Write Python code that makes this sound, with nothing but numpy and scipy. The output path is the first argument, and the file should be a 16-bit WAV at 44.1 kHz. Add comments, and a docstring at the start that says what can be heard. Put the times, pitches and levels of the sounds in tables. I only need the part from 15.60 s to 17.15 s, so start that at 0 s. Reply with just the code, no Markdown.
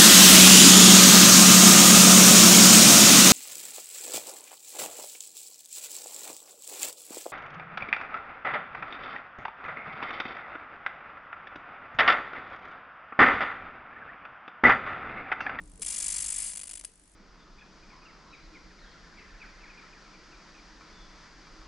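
"""A small high-voltage arc buzzes close by on a concrete floor, fed from 50 Hz mains.
It strikes and fires a burst of tiny, bright sparks in every cycle, then sputters on the opposite
half-cycle and dies with a last snap. A faint corona fizzes once a cycle, and soft knocks mark the
arc's start and end. The sparks ring in a short room; a faint hum, rumble and hiss lie underneath."""
import sys
import numpy as np
from scipy import signal
from scipy.fft import rfft, irfft
from scipy.io import wavfile
from scipy.ndimage import uniform_filter1d

SR = 44100
rng = np.random.default_rng(int(sys.argv[2]) if len(sys.argv) > 2 else 0)


def master_out(mix):
    """Clip the mix to full scale and print it as 16-bit PCM to the path in sys.argv[1]."""
    frames = np.transpose(np.atleast_2d(mix))
    ceiling = np.clip(frames, -1, 1)
    pcm = np.round(ceiling * 32767).astype(np.int16)
    wavfile.write(sys.argv[1], SR, pcm)


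N = 68355
T = np.arange(N) / SR
MAINS_HZ = 50


# Spark density through one mains cycle: time_ms, base_sparks_per_s
ARC_CYCLE = [(0, 400), (1.2, 1900), (2.8, 7500), (8.5, 7000), (10.3, 4800), (12.3, 3000), (14.8, 1000),
             (16.5, 250), (18.5, 100)]
# The sparks quicken as the arc burns: time_s, rate_factor
ARC_PACE = [(.25, 0.91), (.45, 0.9), (.66, 1.025), (.75, 1.1), (.9, 1.23)]
# A stuttering strike, a sustain and a fade: time_s, level_db
ARC_LEVEL = [(.208, -47), (.218, -49.5), (.232, -25.5), (.244, -50), (.25, -25.5), (.254, -45), (.262, -29),
             (.4, -28.5), (.55, -28), (.68, -30), (.8, -31), (.87, -33), (.915, -39.5), (.945, -47.5)]

def arc():
    """The main buzz: the burning arc fires a dense burst of sparks in every mains cycle."""
    pace = np.interp(T, *np.transpose(ARC_PACE))
    buzz = sparks(ARC_CYCLE, start_ms=19.2, jitter=.21, size_db=1.76, wander=.12,
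                  flicker_db=-.1, spit_db=1.54, growth=.11, pace=pace)
    return buzz * gated(ARC_LEVEL)


def sparks(cycle, start_ms, jitter, size_db, wander, flicker_db, spit_db, growth, pace=1):
    """The gap charges and breaks down over and over at a rate that follows the mains; no cycles match."""
    gaps, sizes, spits = rng.standard_normal((3, N))
    knots = np.arange(0, 2, 1 / (6 * MAINS_HZ))
    drift, flicker = (np.interp(T, knots, row) for row in rng.standard_normal((2, len(knots))))
    cycle_ms = (T * 1000 - start_ms) % (1000 / MAINS_HZ)
    time_ms, per_s = np.transpose(cycle)
    rate = pace * np.maximum(np.interp(cycle_ms, time_ms, per_s), 0) * np.exp(wander * drift)
    # A spark fires each time the charge passes the next uneven threshold.
    charge = np.cumsum(rate + 1) / SR
    thresholds = np.cumsum(np.exp(jitter * gaps - jitter ** 2 / 2))
    place = np.interp(thresholds[thresholds < charge[-1]], charge, np.arange(N))
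    whole, part = place.astype(int), place % 1
    size = amp(size_db * sizes[:len(place)])
    size *= ((rate[whole] + 1) / per_s.max()) ** growth  # denser sparks hit harder
    train = np.bincount(whole, size * (1 - part), N + 1) + np.bincount(whole + 1, size * part, N + 1)
    train = train[:N] - uniform_filter1d(train[:N], size=71)  # thin out the lows
    uneven_db = flicker_db * flicker + spit_db * evened(uniform_filter1d(spits, size=35))
    return train * amp(uneven_db) * np.sqrt(SR / per_s.max())


# Two spurts in each mains cycle: time_ms, base_sparks_per_s
SPUTTER_CYCLE = [(0, -5), (1.2, 1), (1.8, 10000), (3.2, 8500), (4.6, 1300), (5.8, 1500), (7.2, 5500),
                 (9.5, 5499.5), (11.8, -0.5)]
# The sputter surges and sags: time_s, level_db
SPUTTER_LEVEL = [(.76, -40), (.88, -35.5), (.94, -36), (.98, -33.5), (1.04, -37), (1.056, -46),
                 (1.075, -38.5), (1.095, -35), (1.135, -40.5), (1.177, -36.5), (1.196, -45), (1.203, -52),
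                 (1.216, -55)]

def sputter(end_s=1.2155):
    """The dying arc spits raggedly on the opposite half-cycle, then cuts out."""
    crackle = sparks(SPUTTER_CYCLE, start_ms=11, jitter=.36, size_db=2.5, wander=.22,
                     flicker_db=.5, spit_db=1, growth=0)
    return crackle * gated(SPUTTER_LEVEL) * (T < end_s)


# Single loud snaps: start_s, level_db, length_s, sparks_per_s
SNAPS = [(0.219, -31, .007, 4300), (0.347, -38, .001, 8000), (0.4012, -37, .0008, 11000),
         (0.462, -34, .0012, 5700), (0.5486, -32, 0.00096, 8000), (0.8009, -34, .003, 9240),
         (0.8953, -35.5, .001, 8100), (0.9347, -33.5, 0.0011, 10600), (0.9714, -32, .0018, 8450),
         (1.0143, -36.5, .0012, 9100), (1.0334, -33, .001, 7600), (1.057, -37, .001, 9000),
         (1.0712, -38.5, .0012, 9000), (1.111, -32.5, .0015, 9000), (1.1334, -34.5, .0012, 10000),
         (1.1383, -32.5, 0.0013, 9800), (1.1556, -34, .0012, 9000), (1.197, -35.5, .0012, 5200),
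         (1.2116, -33, .0012, 11300), (1.2393, -32, .0003, 24000), (1.2473, -31.5, .0045, 6000)]

def snaps(jitter=.46):
    """The gap restrikes with a short, fast volley of strong sparks."""
    train = np.zeros(N)
    for (start, db, length, per_s), gaps in zip(SNAPS, rng.standard_normal((len(SNAPS), 100))):
        delays = np.append(0, np.cumsum(np.exp(jitter * gaps)) / per_s)
        delays = delays[delays < length]
        train[np.round((start + delays) * SR).astype(int)] += amp(db) * np.sqrt(SR / per_s)
    return train - uniform_filter1d(train, size=111)


# One short puff in each mains cycle: time_ms, base_sparks_per_s
CORONA_CYCLE = [(0, 0), (.7, 9000), (4, 9000), (4.8, 0)]
# The fizz swells into the strike, then ebbs: time_s, level_db
CORONA_LEVEL = [(0, -58.5), (.08, -58), (.16, -57.5), (.197, -50), (.22, -47.5), (1.2, -58), (1.32, -59),
                (1.55, -62.5)]

def corona():
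    """A faint discharge fizzes once a cycle from start to finish."""
    fizz = sparks(CORONA_CYCLE, start_ms=15.2, jitter=.3, size_db=5, wander=.1,
                  flicker_db=1.3, spit_db=.5, growth=.033)
    return fizz * held(CORONA_LEVEL)


# Tone colour of one spark: frequency_hz, gain_db
SPARK_COLOUR = [(100, -26), (400, -19), (650, -11.5), (1000, -13.5), (1500, -11.5), (2000, -7),
                (2900, -8.5), (3350, -8), (4000, -13), (5050, -7), (5500, -11.5), (6700, -3), (7200, -8),
                (7580, 1.5), (8150, -5), (8900, 4.5), (9750, -4.5), (10350, 4), (10850, -1.5),
                (11500, -12.5)]
# Stereo placement: frequency_hz, left_minus_right_db
SPARK_PAN = [(60, -19), (140, -10), (350, 0.5), (840, 2.5), (2020, 1), (4870, 4), (11700, 5)]

def spark_ring(train):
    """Gives every spark its bright, ringing click, stronger on the left."""
    hz = np.fft.rfftfreq(4096, 1 / SR)
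    colour_db, pan_db = curve(SPARK_COLOUR, hz), curve(SPARK_PAN, hz)
    click = np.array([impulse(colour_db + side * pan_db / 2) for side in (1, -1)])
    click /= np.sqrt((click ** 2).sum(1).mean())
    return signal.fftconvolve(train[None], click, axes=1)[:, :N]


# Reverb time, longest in the upper mids: frequency_hz, t60_s
ROOM_DECAY = [(300, 0.1), (3000, 0.39), (10000, 0.17)]

def room(direct, early_db=-9, early_decay_s=.0036, tail_db=-14, shared=.9):
    """Quick echoes from the floor and nearby things, then a short diffuse tail."""
    t = T[:SR // 2]
    early, tail = rng.standard_normal((2, 3, len(t)))
    early = early[:2] * np.exp(-t / early_decay_s) * (t > .0003)
    tail = (tail[:2] + shared * tail[2]) * (t > .004)
    hz, frame_s, bands = signal.stft(tail, SR, nperseg=256)
    decay = np.exp(-np.log(1000) * frame_s / curve(ROOM_DECAY, hz)[:, None])
    tail = signal.istft(bands * decay, SR, nperseg=256)[1][:, :len(t)]
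    echo = amp(early_db) * early / np.linalg.norm(early[0])
    echo += amp(tail_db) * tail / np.linalg.norm(tail[0])
    return direct + signal.fftconvolve(direct, echo, axes=1)[:, :N]


# Two soft knocks: start_s, level_db
KNOCKS = [(.192, -46), (1.282, -60)]
# The body of a knock: pitch_hz, gain_db, t60_s
KNOCK_MODES = [(446, -1.5, 0.12), (546, -8, 0.058)]

def knocks(attack_s=.0036):
    """A dull, quickly damped ring as the arc starts and stops."""
    out = np.zeros(N)
    for start, db in KNOCKS:
        t = np.maximum(T - start, 0)
        ring = sum(amp(gain_db) * np.exp(-np.log(1000) * t / t60) * np.sin(2 * np.pi * hz * t)
                   for hz, gain_db, t60 in KNOCK_MODES)
        out += np.minimum(t / attack_s, 1) * amp(db) * ring
    return out


# The hum drops away early and lingers: time_s, level_db
HUM_LEVEL = [(0, -56), (.1, -64), (.14, -76), (.5, -76), (1.55, -81)]

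def hum(pitch_hz=292, waver_hz=9):
    """A faint tone with a wavering pitch."""
    hz = pitch_hz + waver_hz * evened(uniform_filter1d(rng.standard_normal(N), size=1500))
    return held(HUM_LEVEL) * np.sin(2 * np.pi * np.cumsum(hz) / SR)


# Tone colours of the three noise beds: frequency_hz, gain_db
HISS_COLOUR = [(59, -28), (100, -33), (184, -7), (228, -17), (289, -10), (404, -17.5), (941, -20.5),
               (1310, -20.5), (1730, -20.5), (2950, -26.5), (11000, -21.5), (14300, -79), (22000, -120)]
RUMBLE_COLOUR = [(20, -22), (25, -4), (30, -7.5), (36, 0), (46, -4.5), (65, -12.5), (110, -23),
                 (200, -34.5), (2500, -82)]
DRONE_COLOUR = [(40, -10), (66, 0), (95, -1), (140, -10), (178, 3.5), (230, -7.5), (292, -2.5),
                (380, -11.5), (700, -14.5), (1100, -16.5), (2500, -30.5), (8000, -49.5)]
# Their uneven fades: time_s, level_db
RUMBLE_LEVEL = [(0, -48), (.12, -51), (.3, -57), (.65, -53), (.9, -58), (1.2, -63.5), (1.55, -65)]
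DRONE_LEVEL = [(0, -55.5), (.11, -62.5), (.2, -58.5), (.6, -63), (1, -67), (1.55, -73.5)]

def background(hiss_db=-64.5):
    """Faint steady hiss, with a low rumble and a hollow drone that fade."""
    hiss = amp(hiss_db) * noise_bed(HISS_COLOUR)
    rumble = held(RUMBLE_LEVEL) * noise_bed(RUMBLE_COLOUR)
    drone = held(DRONE_LEVEL) * noise_bed(DRONE_COLOUR)
    return hiss + rumble + drone


# Stereo image of the beds: frequency_hz, left_right_correlation
BED_IMAGE = [(60, 0.99), (220, 0.98), (840, 0.4), (3130, 0.15), (11700, 0.62)]

def noise_bed(colour):
    """Coloured stereo noise of rms 1, centred in the bass and wider above."""
    hz = np.fft.rfftfreq(N, 1 / SR)
    mid, side = rfft(rng.standard_normal((2, N)))
    alike = np.clip(curve(BED_IMAGE, hz), 0, 1)
    mid, side = mid * np.sqrt(1 + alike), side * np.sqrt(1 - alike)
    return evened(irfft(np.array([mid + side, mid - side]) * amp(curve(colour, hz)), N))


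def amp(db):
    """Decibels to gain."""
    return 10 ** (np.asarray(db) / 20)


def evened(x):
    """Scales to rms 1."""
    return x / np.sqrt(np.mean(x ** 2) + 1e-20)


def curve(points, hz):
    """Reads a table on a log-frequency axis."""
    frequency_hz, value = np.transpose(points)
    return np.interp(np.log(hz + 1), np.log(frequency_hz + 1), value)


def held(points):
    """Gain envelope through time_s, level_db points, holding its end values."""
    return amp(np.interp(T, *np.transpose(points)))


def gated(points):
    """The same envelope, silent outside its points."""
    return held(points) * (T >= points[0][0]) * (T <= points[-1][0])


def impulse(gain_db):
    """The tightest click with this gain curve (minimum phase)."""
    cepstrum = irfft(np.log(amp(gain_db)))
    half = len(cepstrum) // 2
    cepstrum[1:half] *= 2
    cepstrum[half + 1:] = 0
    return irfft(np.exp(rfft(cepstrum)))[:half]


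def scene():
    """All the sparks ring in the room, over the knocks and the quiet bed."""
    bed = background() + hum() + knocks()
    discharge = arc() + sputter() + corona() + snaps()
    return bed + room(spark_ring(discharge))


def record(dry):
    """A steep low-pass takes off the very top."""
    cutoff_hz = 10950
    return signal.sosfilt(signal.butter(30, cutoff_hz, fs=SR, output="sos"), dry)


dry = scene()
out = record(dry)
master_out(out)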